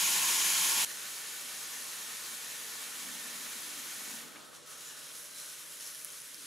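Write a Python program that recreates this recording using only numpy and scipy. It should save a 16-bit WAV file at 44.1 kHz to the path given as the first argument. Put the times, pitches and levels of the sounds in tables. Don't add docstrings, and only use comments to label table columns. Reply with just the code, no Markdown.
import sys
import numpy as np
from scipy import signal
from scipy.fft import rfft, irfft, next_fast_len
from scipy.io import wavfile
from scipy.ndimage import uniform_filter1d, map_coordinates

SR = 44100
rng = np.random.default_rng(int(sys.argv[2]) if len(sys.argv) > 2 else 0)


def put_to_file(sound):
    columns = np.atleast_2d(sound).T
    safe = np.clip(columns, -1, 1)
    whole_steps = np.round(safe * 32767)
    wavfile.write(sys.argv[1], SR, whole_steps.astype(np.int16))


N = 284886

JUMP_S, CLOSE_DB, TOP_HZ = .8487, 13, 15720
# (frequency [Hz], left minus right [dB])
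PORT_DIFFERENCE = [(60, 3), (110, -1), (200, 0), (380, 1), (700, -3), (1290, 0.5), (2380, -0.5),
                   (4400, 0.5), (8120, -0.5), (15000, 1.5)]
# (frequency [Hz], side minus mid [dB])
WIDTH_CLOSE = [(60, -3), (92, 4), (140, -6), (210, -3), (330, -4.5), (500, -6), (770, -10.5), (1170, -7),
               (1790, -5.5), (2740, -8), (4190, -9), (6410, -15.5), (9810, -6.5), (15000, -3.5)]
WIDTH_FAR = [(60, 5), (92, 7), (140, 2), (210, -2), (330, -2), (500, -4), (770, -5.5), (1170, -6.5),
             (1790, -7.5), (2740, -6.5), (4190, -10.5), (6410, -14), (9810, -6.5), (15000, -5)]
WIDTH_OPEN = [(60, 6), (92, 5), (140, 7), (210, 4), (330, 1.5), (500, -4), (770, 1), (1170, -8.5),
              (1790, -6.5), (2740, -8), (4190, -10.5), (6410, -16), (9810, -7), (15000, -3.5)]
# (frequency [Hz], width [Hz], relative strength [1])
RESONANCES = [(457, 65, 0.61), (485, 24, 0.5), (583, 25, 0.75), (615, 38, 0.76), (756, 20, 0.6),
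              (865, 12, 1.2), (1307, 30, .8), (1475, 82, 1.14), (1760, 36, 1.7), (1835, 150, 1.23),
              (2270, 50, 1.6), (2680, 79, 0.56), (4180, 51, 0.44)]

# (frequency [Hz], relative density [dB])
RUMBLE_CLOSE = [(12, -73), (20, -44), (95, -22), (135, -19), (165, -10), (315, -11.5), (352, -5.5),
                (461, -16), (532, -16), (792, -11.5), (900, 0), (1170, -24), (1980, -120)]
RUMBLE_FAR = [(12, -61), (20, -31), (125, -8), (165, -8), (205, 0), (236, 2.5), (524, -2), (604, -1),
              (698, -6.5), (900, -8.5), (1170, -21), (1980, -120)]
RUMBLE_OPEN = [(12, -65), (20, -32), (125, -14.5), (142, -8), (198, -13.5), (236, -7.5), (375, -6),
               (461, -9), (499, -6), (650, -8), (700, -15), (900, -15), (1170, -24), (1980, -120)]
RUMBLE_DB, RUMBLE_CLOSE_DB, RUMBLE_SINKS_DB_S = -60, -3, 2
HUM_DB, HUM_CLOSE_DB, HUM_SINKS_DB_S = -75, -14, 2
SINK_S, HUM_HZ = 4.3, 150.2

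# (time [s], hold [s], level [dB], centre [Hz])
RUSTLE_STROKES = [(2.96, .05, -64, 270), (3.086, 0.075, -55, 245), (3.3, 0.17, -61, 244),
                  (3.66, 0.12, -59.5, 290), (3.88, .08, -64, 252), (4.103, 0.073, -57, 242),
                  (4.236, 0.064, -60.5, 283), (6.394, .06, -64, 292)]
# (multiple of its centre [1], relative density [dB])
RUSTLE_SPECTRUM = [(.16, -26), (.45, -19), (.62, -12), (.78, -2), (1, 4), (1.3, -3), (1.7, -22.5)]
RUSTLE_RISE_DB_S, RUSTLE_FALL_DB_S = 79, 57

# (time [s], peak level before the high-pass [dB])
KNOCKS = [(4.322, -46), (4.351, -47), (4.358, -39), (4.3654, -40), (4.383, -49), (4.53, -46)]
# (frequency [Hz], relative level [dB], 60 dB decay time [s])
LID_MODES = [(290, -5, 0.056), (597, -10, .03), (1200, -0.5, 0.028), (1590, 2, 0.022), (2250, 2, .022),
             (3250, 2, .018), (4000, -4, .01)]

# (time [s], hold [s], frequency [Hz], level [dB])
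STEAM_POCKETS = [(4.3, .25, 1296, -68), (4.68, .1, 1300, -67), (4.78, .22, 1740, -65),
                 (4.8, .33, 2820, -66), (4.8, .28, 3900, -62), (4.84, 0.22, 1520, -68),
                 (4.85, .06, 7000, -60), (4.88, .1, 5700, -62), (5.17, .07, 6400, -60),
                 (5.2, 0.27, 1570, -67.5), (5.2, .2, 1980, -69), (5.34, .14, 4050, -61),
                 (5.38, .15, 5800, -63), (5.48, .08, 7100, -63), (5.8, .2, 2950, -68), (5.8, .1, 6260, -60),
                 (5.8, .16, 5500, -62), (5.17, .07, 10500, -59), (5.4, .1, 10700, -60),
                 (5.84, .14, 10200, -62), (5.84, .2, 1750, -66)]
POCKET_WIDTH, POCKET_RISE_S, POCKET_FALL_S = 0.059, 0.027, .05

# (time [s], peak level before pan and high-pass [dB], fizz above body [dB])
SPIT_DROPS = [(4.548, -43, -3), (5.153, -33, 6), (5.3844, -31.5, -2), (5.3994, -32.5, 4), (5.4084, -34, -2),
              (5.4604, -33.5, 6), (5.4954, -33.5, 6), (5.8074, -34, -6), (5.825, -33.5, -6),
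              (5.8634, -34, -4), (5.872, -33.5, -4), (5.9474, -30, 2), (6.0463, -21.5, 7),
              (6.1025, -35, -8), (6.2008, -31.5, 8), (6.2174, -31.5, 6), (6.344, -29, -2)]
# (frequency [Hz], 60 dB decay time [s])
DROP_MODES = [(5600, 0.0027), (10300, 0.0027)]
SPIT_PAN_DB = -3
SPATTER_S, SPATTER_DB = 0.018, -15

# (time [s], opening [0-1])
LID_OPENING = [(0, 0), (4.14, 0.05), (4.3, 0.2), (4.64, 0.92), (4.72, 0.87), (6.46, 0.99)]
# (time [s], body level [dB], extra treble [dB])
SIZZLE_LEVEL = [(0, -48, 0), (2.6, -48, -0.5), (3.2, -48, -.5), (4.12, -48.5, 0), (4.19, -49.5, -1.5),
                (4.26, -54, -1), (4.35, -56.5, -1), (4.45, -59, 2.5), (4.65, -58, -8), (4.75, -54.5, -1.5),
                (4.95, -53.5, -1.5), (5.12, -53.5, -1.5), (5.31, -54.5, 0), (5.6, -54, 1),
                (5.78, -54.5, 1.5), (6.05, -54.5, 2), (6.46, -55.5, -0.5)]
# (time [s], hold [s], swell [dB], extra fizz and air [dB])
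FAT_SPURTS = [(4.533, .005, 5.5, -4), (4.657, 0.035, 2, 3.5), (4.792, 0.092, 2, -1), (5.034, 0.018, 1, -1),
              (5.14, 0.089, 1.5, 2), (5.34, 0.08, 3, -1), (5.45, .06, 2, -1), (5.797, 0.08, 3, -2.5),
              (5.926, 0.075, 0.5, 1), (6.19, .03, -0.5, .5), (6.37, .03, 1, -0.5)]
SPURT_RISE_S, SPURT_FALL_S = 0.015, 0.032
SPURT_LOW, SPURT_FIZZ, SPURT_AIR, SPURT_CRACKLE = 0.26, 0.96, 1.4, .6
# (frequency [Hz], relative density [dB])
GAP_SPECTRUM = [(290, -49), (500, -21), (770, -16), (929, -7.5), (1070, -3.5), (1220, -16), (1400, -7),
                (1560, -10), (1720, -3.5), (1930, -8), (2200, -5.5), (2450, -3), (2700, -5), (2980, -3.5),
                (3500, -5), (4530, -7), (5250, -5), (5700, -5.5), (6000, -3.5), (6800, 0.5), (7500, -2.5),
                (8410, -5), (10700, 1.5), (12000, -2.5), (13700, -7.5), (15600, -15.5)]
SHUT_SPECTRUM = [(290, -33), (500, -21), (696, -16), (748, -10), (1100, -4), (1310, -5), (1800, -1.5),
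                 (2020, -3), (2900, -2.5), (4030, -3), (4700, -6.5), (5300, -6), (5900, -5.5), (6700, -3),
                 (8650, -6), (10000, -2), (10900, -1.5), (12200, -7), (13700, -6.5), (15600, -20.5)]
RISING_SPECTRUM = [(290, -59), (500, -30), (620, -1), (950, -2.5), (1290, 2), (1900, -4), (2600, -8),
                   (3500, -8.5), (4100, -12.5), (5000, -20), (7000, -22), (8700, -24), (10700, -24),
                   (15600, -40)]
OPEN_SPECTRUM = [(410, -30), (700, -26), (767, -27), (956, -11), (1210, -7.5), (1530, -5.5), (2340, -7.5),
                 (2850, -5.5), (4040, -5), (4670, -8), (5300, -6), (5820, -5.5), (7000, -6), (8260, -8),
                 (10200, -4), (11000, -6), (12300, -11), (13700, -13.5), (15600, -24.5)]
BAND_EDGES = 4300, 7500, 11800
OPEN_PAN_DB = -0.2


def amp(db):
    return 10 ** (np.asarray(db) / 20)


def unit(x):
    return x / np.sqrt(np.mean(x ** 2) + 1e-20)


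def along(points, hz):
    f, v = np.transpose(points)
    return np.interp(np.log(hz + 1), np.log(f + 1), v)


def curves(table):
    s, *columns = np.transpose(table)
    return [np.interp(np.arange(N) / SR, s, column) for column in columns]


def wobble(rate):
    knots = rng.standard_normal(int(N * rate / SR) + 4)
    return map_coordinates(knots, [np.arange(N) * rate / SR])


def pulse(start, rise, hold, fall):
    corners = np.cumsum([start, rise, hold, fall])
    return np.interp(np.arange(N) / SR, corners, [0, 1, 1, 0])


def filtered(x, response):
    m = next_fast_len(N + SR // 2)
    return irfft(rfft(x, m) * response(np.fft.rfftfreq(m, 1 / SR)), m)[..., :N]


def without_bass(x, edge):
    return filtered(x, lambda hz: 1 / (1 + (edge / (hz + 1)) ** 4))


def coloured(pair, spectrum, width=WIDTH_FAR, rings_db=0):
    def response(hz):
        bumps = sum(strength / (1 + (2 * (hz - centre) / w) ** 2) for centre, w, strength in RESONANCES)
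        level = along(spectrum, hz) + rings_db * bumps
        cepstrum = irfft(np.log(amp(level) + 1e-6))
        half = len(cepstrum) // 2
        cepstrum[1:half] *= 2
        cepstrum[half + 1:] = 0
        return np.exp(rfft(cepstrum)) * [np.ones_like(hz), amp(along(width, hz))]
    mid, side = filtered(pair, response)
    return np.array([mid + side, mid - side])


def rumble():
    t = np.arange(N) / SR
    near = t < JUMP_S
    level = RUMBLE_DB + RUMBLE_CLOSE_DB * near - RUMBLE_SINKS_DB_S * np.maximum(t - SINK_S, 0)
    noise = rng.standard_normal((2, N))
    lid, = curves(LID_OPENING)
    shut = unit(coloured(noise, RUMBLE_FAR, rings_db=6.0))
    opened = unit(coloured(noise, RUMBLE_OPEN, WIDTH_OPEN, rings_db=6.5))
    far = (1 - lid) * shut + lid * opened
    close = unit(coloured(noise, RUMBLE_CLOSE, WIDTH_CLOSE))
    return amp(level) * np.where(near, close, far)


def hum():
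    t = np.arange(N) / SR
    level = HUM_DB + HUM_CLOSE_DB * (t < JUMP_S) - HUM_SINKS_DB_S * np.maximum(t - SINK_S, 0)
    return amp(level + 0.43 * wobble(5.8)) * np.sqrt(2) * np.sin(2 * np.pi * HUM_HZ * t)


def rustle():
    out, t = 0, np.arange(N) / SR
    for s, hold, db, centre in RUSTLE_STROKES:
        rise = RUSTLE_RISE_DB_S * np.maximum(s - t, 0)
        fall = RUSTLE_FALL_DB_S * np.maximum(t - s - hold, 0)
        band = [(centre * multiple, level) for multiple, level in RUSTLE_SPECTRUM]
        noise = rng.standard_normal((2, N)) * [[1], [.6]]
        out = out + amp(db - rise - fall) * unit(coloured(noise, band))
    return out


def knock():
    out, t = np.zeros(N), np.arange(SR // 10) / SR
    for s, db in KNOCKS:
        ring = 0
        for hz, level, t60 in LID_MODES:
            decay = amp(level + rng.normal(0, 1.8) - 60 * t / t60)
            ring = ring + decay * np.sin(2 * np.pi * hz * t * amp(rng.normal(0, 0.41)))
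        dull_noise = uniform_filter1d(rng.standard_normal(len(t)), size=5)
        ring = ring + 1.1 * amp(-60 * t / 0.018) * dull_noise
        ring = ring * (1 - np.exp(-t / 0.00067))
        out[round(s * SR):][:len(t)] += amp(db) * ring / np.abs(ring).max()
    return without_bass(out, 250)


def pockets():
    out = 0
    for s, hold, hz, db in STEAM_POCKETS:
        shape = pulse(s - POCKET_RISE_S, POCKET_RISE_S, hold, POCKET_FALL_S)
        noise = rng.standard_normal((2, N))
        mid, side = filtered(noise, lambda f: 1 / (1 + (2 * (f - hz) / (POCKET_WIDTH * hz)) ** 2))
        hiss = unit(np.array([mid + 0.3 * side, mid - .35 * side]))
        out = out + amp(db + 2.6 * wobble(18)) * shape * hiss
    return out


def spits():
    out, t = np.zeros(N), np.arange(SR // 100) / SR
    droplets = []
    for s, db, fizz_db in SPIT_DROPS:
        for offset, weaker in rng.standard_normal((4, 2)):
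            droplets.append((s + SPATTER_S * offset, db + SPATTER_DB - 2.5 * abs(weaker), fizz_db))
    for s, db, fizz_db in SPIT_DROPS + droplets:
        body, fizz = (amp(-60 * t / t60) * np.sin(2 * np.pi * hz * t * amp(rng.normal(0, 0.59)))
                      for hz, t60 in DROP_MODES)
        spray = 0.34 * amp(-60 * t / 0.004) * rng.standard_normal(len(t))
        click = (body + amp(fizz_db) * (fizz + spray)) * (1 - np.exp(-t / .0001))
        start = round((s + .0011) * SR)
        out[start:start + len(t)] += (amp(db) * click / np.abs(click).max())[:N - start]
    out = out * amp([[SPIT_PAN_DB / 2], [-SPIT_PAN_DB / 2]])
    return without_bass(out, 1500)


def patches(pair, depth_db):
    z = signal.stft(pair, nperseg=512)[2]
    field = uniform_filter1d(rng.standard_normal(z.shape[1:]), size=5, axis=0)
    field = uniform_filter1d(field, size=8, axis=1)
    return signal.istft(z * amp(depth_db * unit(field)), nperseg=512)[1][:, :N]


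def bursts(rate, scatter_db, clump_db, biggest):
    when = rng.random(N) < rate * amp(clump_db * wobble(25)) / SR
    place = np.array([np.ones(N), rng.standard_normal(N)])
    size = amp(scatter_db * np.minimum(rng.exponential(size=N), biggest))
    impulses = when * size * np.sign(rng.standard_normal(N))
    return unit(signal.lfilter([1, -.6], [1], impulses * place))


def swells():
    return sum(np.array([[db], [fizz_db]]) * pulse(s, SPURT_RISE_S, hold, SPURT_FALL_S)
               for s, hold, db, fizz_db in FAT_SPURTS)


def bands(x):
    low, middle, most = (filtered(x, lambda hz: 1 / (1 + (hz / edge) ** 6)) for edge in BAND_EDGES)
    body = middle - low
    top = np.std((x - middle).mean(0))
    return low / np.std(low.mean(0)), body / np.std(body.mean(0)), (most - middle) / top, (x - most) / top


def sizzle():
    body_db, treble_db = curves(SIZZLE_LEVEL)
    lid, = curves(LID_OPENING)
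    swell_db, spray_db = swells()
    near = np.arange(N) < JUMP_S * SR
    steam = rng.standard_normal((2, N))
    hiss = (1 - lid) * patches(steam, depth_db=0.93) + lid * unit(patches(steam, depth_db=1.0))
    crackle = bursts(rate=2400, scatter_db=4.0, clump_db=1.5, biggest=3.9)
    crackle = amp(SPURT_CRACKLE * swell_db) * crackle
    flutter_db = np.where(near, .15, 0.094 + .4 * lid) * wobble(15) + (0.35 + 0.16 * lid) * wobble(45)
    shut, opened = np.clip(1 - 2 * lid, 0, 1), np.clip(2 * lid - 1, 0, 1)
    rising = 1 - shut - opened
    # (presence [0-1], spectrum, width, resonances [dB], crackle against hiss [1],
    #  low seethe above body [dB], fizz and air above body [dB])
    views = [(near, GAP_SPECTRUM, WIDTH_CLOSE, 0, .3, -1.4, -.7),
             (~near * shut, SHUT_SPECTRUM, WIDTH_FAR, 3, .3, -1.2, .1),
             (~near * rising, RISING_SPECTRUM, WIDTH_OPEN, 1.5, .35, 1.5, -4),
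             (opened, OPEN_SPECTRUM, WIDTH_OPEN, 1, .6, -.8, 2.2)]
    out = 0
    for presence, spectrum, width, rings_db, share, low_db, fizz_db in views:
        source = (hiss + share * crackle) * amp(flutter_db)
        low, body, fizz, air = bands(coloured(source, spectrum, width, rings_db))
        treble = amp(SPURT_FIZZ * swell_db) * fizz + amp(SPURT_AIR * swell_db) * air
        treble = amp(fizz_db + treble_db + spray_db) * treble
        seethe = amp(low_db + SPURT_LOW * swell_db) * low
        out = out + presence * (seethe + amp(swell_db) * body + treble)
    return amp(body_db + opened * OPEN_PAN_DB * np.array([[.5], [-.5]])) * out


def tiles(x, wet_db):
    t = np.arange(SR // 4) / SR
    tail = rng.standard_normal(len(t)) * amp(-60 * t / .3)
    echo = signal.fftconvolve(x, tail[None] / np.linalg.norm(tail), axes=1)[:, :N]
    return x + amp(wet_db) * echo


def scene():
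    sources = rumble() + hum() + rustle() + knock() + pockets() + spits() + sizzle()
    return tiles(sources, wet_db=-15) * amp(CLOSE_DB * (np.arange(N) < JUMP_S * SR))


def record(dry):
    return filtered(dry, lambda hz: (hz < TOP_HZ) * amp(along(PORT_DIFFERENCE, hz) * [[.5], [-.5]]))


dry = scene()
out = record(dry)
put_to_file(out)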